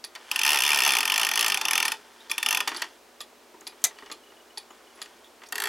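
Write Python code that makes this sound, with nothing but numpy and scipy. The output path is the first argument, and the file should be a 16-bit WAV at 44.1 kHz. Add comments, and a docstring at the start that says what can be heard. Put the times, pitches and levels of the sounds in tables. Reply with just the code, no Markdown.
"""A ratchet clatters as a wooden cuckoo clock's weight chains are pulled up by hand: the pawl snaps over
its teeth and rings the case (dense decaying modes plus a short sine), while links scrape in tiny grains.
The first weight bumps the case, the loose chain clacks, then a second chain starts: shaped modal blows.
The clock ticks on in a small panelled room with noisy air and hum; a camera's lens motor pips faintly."""
import sys
import numpy as np
from scipy import signal
from scipy.fft import rfft, irfft, next_fast_len
from scipy.io import wavfile

SR = 44100
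rng = np.random.default_rng(int(sys.argv[2]) if len(sys.argv) > 2 else 0)


def wrap_up_sound(samples):
    """Save the sound to the file named by the first command line argument, as 16-bit audio."""
    columns = np.atleast_2d(samples).T
    # keep every value between -1 and 1, then stretch to whole-number steps
    tamed = np.clip(columns, -1, 1)
    steps = np.round(tamed * 32767).astype(np.int16)
    wavfile.write(sys.argv[1], SR, steps)


N = 250488

BLOW_SAMPLES = 4096
HZ = np.fft.rfftfreq(BLOW_SAMPLES, 1 / SR)
USUAL_TEETH_PER_S = 50

# resonances of case and movement, before each user's weighting: centre_hz, width_hz, lift_db
CASE_MODES = [(407.6, 26, 14), (890, 74, 7.5), (1024, 48, 7), (1219, 58, 8), (1350, 196, 6),
              (1827, 184, 14.5), (2110, 60, 3), (2350, 226, 9.5), (2745, 40, 9.5), (2920, 120, 10),
              (3163, 128, 12), (3416, 243, 14), (3568, 43, 11.5), (4420, 410, 9.5), (5280, 720, 12),
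              (5670, 330, -1), (6046, 234, 9.5), (6230, 130, 6), (7240, 120, 9.5), (12000, 150, 6),
              (12900, 380, 12)]
# chain speed in two pulls on the first chain and one on the second: time_s, teeth_per_s
LONG_PULL = [(0.314, 16.3), (0.387, 34.7), (0.463, 73.3), (0.548, 75.2), (0.602, 57.7), (0.658, 75.0),
             (0.758, 72.8), (0.802, 59.9), (0.857, 74.5), (0.971, 59.0), (1.022, 39.5), (1.238, 59.5),
             (1.3, 39.1), (1.39, 59.2), (1.496, 52.7), (1.608, 20.4), (1.734, 45.8), (1.868, 36.3),
             (1.926, 17.7)]
LAST_PULL = [(2.314, 12.1), (2.42, 22.0), (2.518, 54.5), (2.612, 23.1)]
SECOND_CHAIN_PULL = [(5.523, 26.1), (5.599, 50.6), (5.679, 64.4)]


def amp(db):
    """Decibels to gain."""
    return 10 ** (np.asarray(db) / 20)


def unit(x):
    """Scale to rms 1."""
    return x / np.sqrt(np.mean(x ** 2) + 1e-20)


def along(points, hz):
    """Interpolate (hz, value) points on a log frequency axis."""
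    point_hz, value = np.transpose(points)
    return np.interp(np.log(hz + 1), np.log(point_hz + 1), value)


def filtered(x, response):
    """Multiply the spectrum of x by a response of frequency."""
    m = next_fast_len(N + SR // 2)
    spectrum = rfft(x, m) * response(np.fft.rfftfreq(m, 1 / SR))
    return irfft(spectrum, m)[..., :N]


def lifts(modes, hz):
    """Sum of resonance peaks as a dB curve."""
    return sum(db / (1 + (2 * (hz - centre) / width) ** 2) for centre, width, db in modes)


def add(track, start_s, sound):
    """Mix a sound into the track in place."""
    part = track[round(start_s * SR):][:len(sound)]
    part += sound[:len(part)]


def chance():
    """Random strengths for the dense modes of one blow."""
    return rng.standard_normal(BLOW_SAMPLES)


def unit_energy(sound):
    """Scale to the energy of rms 1 lasting 10 ms."""
    return sound / np.linalg.norm(sound) * np.sqrt(SR / 100)


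def minimum_phase(colour_db):
    """Causal impulse response of a dB curve, by folding its cepstrum."""
    cepstrum = irfft(np.log(amp(colour_db)))
    cepstrum[1:BLOW_SAMPLES // 2] *= 2
    cepstrum[BLOW_SAMPLES // 2 + 1:] = 0
    return irfft(np.exp(rfft(cepstrum)))


def blow(noise, colour_db, decay, bloom_cycles, swell_s):
    """Struck body: dense modes swell over some cycles and die band by band; decay is (hz, t60_s)."""
    t = np.arange(BLOW_SAMPLES) / SR
    centres_hz = np.geomspace(350, 14000, 9)
    masks = np.array([np.interp(np.log(HZ + 1), np.log(centres_hz), row) for row in np.eye(len(centres_hz))])
    bands = irfft(rfft(noise) * masks)
    life = amp(-60 * t / along(decay, centres_hz)[:, None])
    life *= 1 - np.exp(-t * centres_hz[:, None] / bloom_cycles)
    life *= 1 - np.exp(-t / swell_s)  # the contact itself takes a moment
    life /= np.linalg.norm(life, axis=1, keepdims=True)
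    burst = np.sum(bands * life, axis=0)
    return unit_energy(signal.fftconvolve(burst, minimum_phase(colour_db))[:BLOW_SAMPLES])


def air():
    """Steady, nearly mono room noise with one hollow resonance, and hum partials that wander in phase."""
    # spectrum of the room noise: hz, db_per_hz (relative)
    air_colour = [(20, -54), (60, -20), (150, -23), (228, -10.5), (324, -4.5), (486, -5), (620, -3.5),
                  (980, -5.5), (1390, -8.5), (1780, -11), (3130, -13.5), (7000, -18), (15800, -25.5)]
    # hum partials: hz, level_db
    hum_partials = [(60, -82.5), (240, -71.5), (356, -71.5), (585, -73)]
    air_db, side_db = -55, -10.5
    hollow = [(422, 56, 6.0)]
    mid, side = filtered(rng.standard_normal((2, N)), lambda hz: amp(along(air_colour, hz) + lifts(hollow, hz)))
    noise = unit(mid) + amp(side_db) * unit(side) * np.array([[1], [-1]])
    t = np.arange(N) / SR
    hum = np.zeros(N)
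    for hz, db in hum_partials:
        drift = np.cumsum(rng.standard_normal(N)) / np.sqrt(SR)
        hum += amp(db) * np.sqrt(2) * np.sin(2 * np.pi * hz * (t + 0.00194 * drift))
    return amp(air_db) * noise + hum


def ticks():
    """Teeth land on the anchor's two pallets in turn; each rebounds twice with a thin high ring."""
    # escapement beats: start_s, level_db
    beats = [(0.0403, -34), (0.493, -48), (.945, -46), (1.395, -29), (1.851, -29), (2.297, -33),
             (2.763, -33), (3.205, -34.5), (3.668, -34), (4.1147, -34.5), (4.5733, -33), (5.0161, -34),
             (5.462, -52)]
    # colours of the two pallets: hz, db_per_hz (relative)
    tick_colour = [(120, -28), (200, -20), (371, -4), (665, -12), (923, 8), (1110, -18), (1840, -2.5),
                   (2250, -8), (2380, -6.5), (3120, -6), (4410, 5.5), (6710, -11), (8500, -8), (10000, -3),
                   (15500, -36)]
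    tock_colour = [(120, -49), (200, -18), (392, -6), (677, -13), (1190, -4), (1480, -14), (1810, -3.5),
                   (2250, -11), (2420, -10), (4330, -2), (6130, -15), (7350, -7), (8820, -18), (10600, -6),
                   (15500, -32)]
    # resonances of the anchor: centre_hz, width_hz, lift_db
    anchor_modes = [(950, 55, -7), (1180, 46, 12), (1890, 89, 5), (2450, 65, 13.5), (2700, 80, 3),
                    (3396, 160, 11.5), (4460, 390, 3), (4840, 450, 6), (6970, 840, 6.5)]
    track = np.zeros(N)
    anchor_db = lifts(anchor_modes, HZ) + lifts([(9800, 1400, -20)], HZ)
    rebound_colour_db = along([(2000, -29.5), (6000, -9.5), (8700, -23), (9900, 2.0), (10600, -5),
                               (11200, -18), (12000, -10), (13000, -24), (16000, -42)], HZ)
    landing_decay = [(900, 0.038), (3000, 0.091), (4600, 0.029), (10000, 0.069)]
    rebounds = [[(.0065, -6), (.013, -15.5)], [(.009, -9), (.0155, -19)]]  # per pallet: delay_s, level_db
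    for beat, (start_s, db) in enumerate(beats):
        pallet = beat % 2
        tone_db = along([tick_colour, tock_colour][pallet], HZ) + anchor_db
        landing = blow(chance(), tone_db, landing_decay, bloom_cycles=2.6, swell_s=0.00016)
        add(track, start_s, amp(db) * landing)
        for delay_s, rebound_db in rebounds[pallet]:
            rebound = blow(chance(), rebound_colour_db, [(10000, 0.013)], bloom_cycles=2.4, swell_s=0.00035)
            add(track, start_s + delay_s, amp(db + rebound_db) * rebound)
    return track


def nudges(count):
    """Faint chance touches of the hanging chains: start_s, level_db, tilt_db_per_octave."""
    level_db, tilt_db = -51.5, -3.5
    return [(rng.random() * N / SR, level_db + rng.normal(0, 2), tilt_db + rng.normal(0, 1.3))
            for _ in range(count)]


def bumps():
    """Dull knocks of iron and chain excite the wooden base."""
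    # weight and chain bump the wood: start_s, level_db, tilt_db_per_octave
    knocks = [(0.151, -39.5, 4), (0.158, -38.5, 0), (1.644, -39, -4), (2.6743, -24.5, -2.5),
              (2.6765, -25.5, 7.5), (2.691, -39, 7), (2.716, -32, -3.5), (2.746, -34.5, 0.5),
              (2.8192, -24.5, 2.5), (2.842, -40, -0.5), (3.541, -47, -11), (3.614, -48.5, -8.5),
              (3.908, -47, -5), (3.986, -44, -0.5), (4.023, -42.5, -7.5), (4.06, -48, 1), (4.099, -41, -4),
              (4.32, -51.5, -5), (4.705, -45.5, -8), (5.058, -47.5, 2.5), (5.418, -46, -5),
              (5.435, -44.5, -0.5)]
    # colour of a knock: hz, db_per_hz (relative)
    knock_colour = [(88, -34), (150, -34), (366, -8), (530, -21), (1200, 1.5), (1540, -6.5), (1830, -1),
                    (2180, -2.5), (2920, -2.5), (3910, -10.5), (5760, -9.5), (8170, -19), (13500, -28),
                    (15500, -42)]
    # resonances of the wooden base: centre_hz, width_hz, lift_db
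    base_modes = [(410, 50, 7), (635, 86, 5.5), (884, 160, 9), (1170, 90, -1), (1540, 89, 5.5),
                  (1870, 110, 0.5), (1930, 190, 6.5), (3030, 220, 2.5), (3530, 81, 9), (4540, 160, 10)]
    decay = [(500, 0.063), (1800, 0.075), (5000, 0.034), (12000, 0.028)]
    track = np.zeros(N)
    octaves = np.log2(np.maximum(HZ, 300) / 1000)
    for start_s, db, tilt_db in knocks + nudges(count=12):
        tone_db = along(knock_colour, HZ) + lifts(base_modes, HZ) + tilt_db * octaves
        add(track, start_s, amp(db) * blow(chance(), tone_db, decay, bloom_cycles=1.6, swell_s=0.00028))
    return track


def speed(pull):
    """Teeth per second at every sample; zero outside the pull."""
    time_s, teeth_per_s = np.transpose(pull)
    return np.interp(np.arange(N) / SR, time_s, teeth_per_s, left=0, right=0)


def snaps(pull, level_db, pawl_hz):
    """One snap per passing tooth: start_s, level_db, wood_db, steel_db, pawl_db, pawl_hz."""
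    # tug of the hand in the long pull, over a steady pull: time_s, level_db
    tug = [(0.314, 0), (0.43, 0.5), (0.49, 1.1), (0.57, -1.5), (0.65, -0.5), (0.69, 0.6), (0.78, -0.5),
           (0.88, 1.5), (0.98, -1), (1.09, 0.2), (1.17, 0.6), (1.35, -1), (1.43, 0.8), (1.56, 0.4),
           (1.70, 0.6), (1.78, 1.9), (1.93, -1)]
    snap_db_per_octave = 1.4  # a faster chain snaps harder
    steel_db_per_octave = -0.6  # the treble grows less with speed than the body
    pawl_db_per_octave = -1.2  # the pawl's spring sets its ring, which stands out in slow snaps
    wood_db_per_s, pawl_db_per_s = 1.8, -2.5  # snaps turn woodier and ring less as a pull goes on
    snap_scatter_db, wood_scatter_db, steel_scatter_db = 0.78, 1.7, 1.5
    pawl_pitch_scatter = 0.04  # relative
    link_db = 0.5  # flat and upright links take turns: weaker, then stronger ring
    rate = speed(pull)
    teeth = np.cumsum(rate) / SR
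    tooth = np.arange(np.ceil(teeth[-1]))
    at = np.searchsorted(teeth, tooth, side="right")
    start_s = at / SR
    octaves = np.log2(rate[at] / USUAL_TEETH_PER_S)
    past_middle_s = start_s - start_s.mean()
    force, wood, steel, pitch = rng.standard_normal((len(at), 4)).T
    tug_db = np.interp(start_s, *np.transpose(tug), right=0)
    db = level_db + tug_db + snap_db_per_octave * octaves + snap_scatter_db * force
    wood_db = wood_db_per_s * past_middle_s + wood_scatter_db * wood
    steel_db = steel_db_per_octave * octaves + steel_scatter_db * steel
    pawl_db = pawl_db_per_octave * octaves + pawl_db_per_s * past_middle_s - link_db * (-1) ** tooth
    ring_hz = pawl_hz * np.exp(pawl_pitch_scatter * pitch)
    return list(zip(start_s, db, wood_db, steel_db, pawl_db, ring_hz))


def pawl(ring_hz, t60_s, swell_s):
    """The pawl's own short ring: a decaying sine that starts sharp and settles in pitch."""
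    bend, settle_s = 0.09, 0.0013  # bend: relative
    t = np.arange(BLOW_SAMPLES) / SR
    cycles = np.cumsum(ring_hz * (1 + bend * np.exp(-t / settle_s))) / SR
    tone = np.sin(2 * np.pi * (cycles + rng.random()))
    return unit_energy(tone * amp(-60 * t / t60_s) * (1 - np.exp(-t / swell_s)))


def ratchet(drops, body_db, bloom_cycles, alike, ring_db, ring_t60_s):
    """Each tooth drops the pawl onto the wheel; successive snaps are alike and change as it turns."""
    # decay of a blow in the case: hz, t60_s
    case_decay = [(400, 0.15), (1000, 0.091), (1900, 0.013), (3000, 0.051), (5500, 0.027), (12000, 0.024)]
    track, modes = np.zeros(N), chance()
    alike = np.clip(alike, 0, .98)  # correlation of successive snaps
    wood = along([(1700, 1), (2300, 0)], HZ)
    steel = along([(6000, 0), (8000, 1)], HZ)
    for start_s, db, wood_db, steel_db, pawl_db, pawl_hz in drops:
        modes = alike * modes + np.sqrt(1 - alike ** 2) * chance()
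        tone_db = body_db + wood_db * wood + steel_db * steel
        case = blow(modes, tone_db, case_decay, bloom_cycles, swell_s=0.00046)
        ring = amp(ring_db + pawl_db) * pawl(pawl_hz, ring_t60_s, swell_s=0.0023)
        add(track, start_s, amp(db) * (case + ring))
    return track


def sliding(pull, level_db):
    """Strength of the link noise: grows with chain speed and lingers after the pull."""
    db_per_octave, fade_s = 3.5, 0.032
    drive = (speed(pull) / USUAL_TEETH_PER_S) ** (db_per_octave / (20 * np.log10(2)))
    keep = np.exp(-1 / (fade_s * SR))
    return amp(level_db) * signal.lfilter([1 - keep], [1, -keep], drive)


def rustling():
    """Strength of the slack chain's rustle: each swing swells and dies away."""
    # swings of the slack chain: peak_s, level_db, rise_s per 20 dB, fall_s per 20 dB
    swings = [(0.33, -45.5, 0.19, 0.24), (2.26, -57, 0.97, 0.34), (2.79, -43.5, 0.27, 0.15),
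              (3.96, -59, 0.56, 0.7), (4.76, -67.5, 0.46, 0.4), (5.05, -58.5, 0.24, 0.29)]
    t = np.arange(N) / SR
    return sum(amp(db - 20 * np.maximum((peak_s - t) / rise_s, (t - peak_s) / fall_s))
               for peak_s, db, rise_s, fall_s in swings)


def grains(rate_hz):
    """Sparse random impulses of random strength."""
    return rng.standard_normal(N) * (rng.random(N) < rate_hz / SR)


def slide(pulled_hiss_db, slack_hiss_db):
    """Links scrape along in tiny uneven grains that ring the case and hiss on the wheel."""
    pulled = sliding(LONG_PULL, level_db=-45.0)
    pulled += sliding(LAST_PULL, level_db=-49)
    pulled += sliding(SECOND_CHAIN_PULL, level_db=-48)
    slack = rustling()
    wood_colour = [(40, -10), (150, -24.5), (300, -6.5), (900, 12.5), (1600, -1.0), (3000, 2.5), (12000, -46)]
    metal_colour = [(300, -40), (1500, 8.5), (3000, -6.0), (5000, 0.5), (7000, -6.0), (11000, -9), (15000, -33)]
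    wood = filtered(grains(700), lambda hz: amp(along(wood_colour, hz) + 1.26 * lifts(CASE_MODES, hz)))
    metal = filtered(grains(3000), lambda hz: amp(along(metal_colour, hz) + 0.06 * lifts(CASE_MODES, hz)))
    hiss = amp(pulled_hiss_db) * pulled + amp(slack_hiss_db) * slack
    return (pulled + slack) * unit(wood) + hiss * unit(metal)


def tings():
    """A swinging link touches its neighbour and rings briefly around one resonance."""
    # single links ring: start_s, level_db, pitch_hz
    touches = [(2.202, -50, 3780), (4.703, -55.5, 6900), (4.95, -59, 10400), (5.243, -51, 3470),
               (5.461, -57, 5600), (5.487, -58, 5770)]
    track = np.zeros(N)
    for start_s, db, hz in touches:
        tone_db = lifts([(hz, 700, 30)], HZ)
        add(track, start_s, amp(db) * blow(chance(), tone_db, [(6000, 0.091)], bloom_cycles=3.7, swell_s=.001))
    return track


def clacks():
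    """Metal of the loose chain strikes metal and chatters to rest."""
    # hard contacts: start_s, level_db
    contacts = [(3.609, -50), (3.818, -54), (3.8406, -18), (3.8436, -24), (3.8457, -22), (3.8493, -22.5),
                (3.8544, -27.5), (3.8695, -38), (5.487, -50)]
    # colour of a contact: hz, db_per_hz (relative)
    contact_colour = [(120, -72), (200, -37), (783, -16.5), (1170, -21), (1280, -17.5), (1620, -18),
                      (1980, -14.5), (2420, -17.5), (2960, -17.5), (3750, -9), (5390, -12), (6590, 3),
                      (7620, -7), (14200, -16), (15500, -25)]
    # decay of a contact: hz, t60_s
    contact_decay = [(800, 0.14), (2500, 0.052), (6500, 0.013), (14000, 0.015)]
    chain_modes = [(2010, 74, 11.0), (2360, 80, 11.0), (6000, 140, 4.9),
                   (7350, 160, 2.9), (7800, 130, 6.5), (8200, 120, 4.5)]
    track = np.zeros(N)
    tone_db = along(contact_colour, HZ) + lifts(chain_modes, HZ)
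    for start_s, db in contacts:
        contact = blow(chance(), tone_db, contact_decay, bloom_cycles=0.98, swell_s=0.00023)
        add(track, start_s, amp(db) * contact)
    return track


def lens(pip_hz, pip_db):
    """While it hunts, the focus motor steps at most once a frame; each step is a short soft sine pip."""
    # hunts for focus: start_s, end_s
    hunts = [(3.974, 4.52), (4.675, 4.95)]
    frames_per_s, step_chance, pip_s = 30, 0.5, 0.022
    track, t = np.zeros(N), np.arange(round(pip_s * SR)) / SR
    frames_s = np.concatenate([np.arange(start, end, 1 / frames_per_s) for start, end in hunts])
    for frame_s in frames_s:
        pitch_hz = pip_hz * (1 + 0.0052 * rng.normal())
        pip = np.hanning(len(t)) * np.sin(2 * np.pi * pitch_hz * t)
        steps = rng.random() < step_chance
        add(track, frame_s - t[-1] / 2, amp(pip_db) * pip * steps)
    return track


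def ports(x):
    """Sound bends round the camera body and reaches its two microphone ports slightly differently."""
    # difference between the ports: hz, level_db
    port_difference = [(100, -38), (500, -38), (1200, -95), (2000, -39), (2700, -25), (4400, -21),
                       (6000, -28.5), (8700, -22), (12500, -35)]
    delay_s = .0004
    side = filtered(x, lambda hz: amp(along(port_difference, hz)) * np.exp(-2j * np.pi * hz * delay_s))
    return np.array([x + side, x - side])


def room(x, wet_db, side_db, wall_s):
    """Decaying noise tails, weak until the far walls answer; they crossfade as the camera moves."""
    # reverberation of the room: hz, t60_s
    room_decay = [(200, 0.51), (1000, 0.099), (4000, 0.14), (12000, 0.085)]
    out, t = np.zeros((2, N)), np.arange(N) / SR
    for centre_s in np.arange(0, 6.1, .5):
        hz, age_s, z = signal.stft(rng.standard_normal((2, SR // 3)), SR, nperseg=256)
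        gap = np.where(age_s < wall_s, .3 * age_s / (wall_s * 1.01), 1)
        life = amp(-60 * age_s / along(room_decay, hz)[:, None]) * gap
        mid, side = signal.istft(z * life, SR, nperseg=256)[1]
        tail = np.array([mid + amp(side_db) * side, mid - amp(side_db) * side]) / np.linalg.norm(mid)
        share = np.sqrt(np.clip(1 - 2 * abs(t - centre_s), 0, 1))  # equal-power crossfade
        out += signal.fftconvolve((x * share)[None], tail, axes=1)[:, :N]
    return amp(wet_db) * out


def scene():
    """The clock, close and straight ahead, in its room; the loose chain hangs nearest and sounds driest."""
    # colour of each chain's ratchet: hz, db_per_hz (relative)
    first_colour = [(40, -30), (150, -26.5), (260, -11), (550, -13.5), (800, 2), (1550, -4.5), (2600, -1),
                    (4000, -9), (5500, -4.5), (8500, -7), (10200, 2), (13000, -11), (15700, -15)]
    second_colour = [(40, -24), (150, -23), (300, -4), (550, -11.5), (800, 4), (1800, 1.5), (2600, -3),
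                     (4000, -5), (6000, -7), (7700, 0), (9000, -3.5), (11800, -1), (15700, -18)]
    # resonances of the second chain's wheel: centre_hz, width_hz, lift_db
    second_wheel_modes = [(430, 100, 13), (1816, 270, 12), (2700, 180, 8.5), (3320, 300, 7),
                          (4520, 190, 12)]
    case_db = lifts(CASE_MODES, HZ)
    first_db = along(first_colour, HZ) + case_db
    second_db = along(second_colour, HZ) + 0.32 * case_db + lifts(second_wheel_modes, HZ)
    first_snaps = snaps(LONG_PULL, level_db=-23.0, pawl_hz=2555)
    first_snaps += snaps(LAST_PULL, level_db=-22.5, pawl_hz=2570)
    second_snaps = snaps(SECOND_CHAIN_PULL, level_db=-27.5, pawl_hz=2880)
    first = ratchet(first_snaps, first_db, bloom_cycles=1.8, alike=0.36, ring_db=-4.0, ring_t60_s=0.0098)
    second = ratchet(second_snaps, second_db, bloom_cycles=2.1, alike=0.42, ring_db=-27, ring_t60_s=0.0052)
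    clock = first + second + ticks() + bumps()
    clock += slide(pulled_hiss_db=3.8, slack_hiss_db=-0.5) + tings()
    loose = clacks()
    # the clack's sharp top beams forward, so the walls hear it duller
    spill_colour = [(1000, 0), (3500, -2), (6500, -4.5), (10000, 1.5)]
    spill = filtered(loose, lambda hz: amp(along(spill_colour, hz)))
    walls = room(clock + spill, wet_db=-14.0, side_db=-60, wall_s=0.017)
    return ports(clock + loose) + walls + air() + lens(pip_hz=2930, pip_db=-53.5)


def record(dry):
    """Band limit: nothing passes from top_hz up."""
    top_hz = 15950
    return filtered(dry, lambda hz: hz < top_hz)


dry = scene()
out = record(dry)
wrap_up_sound(out)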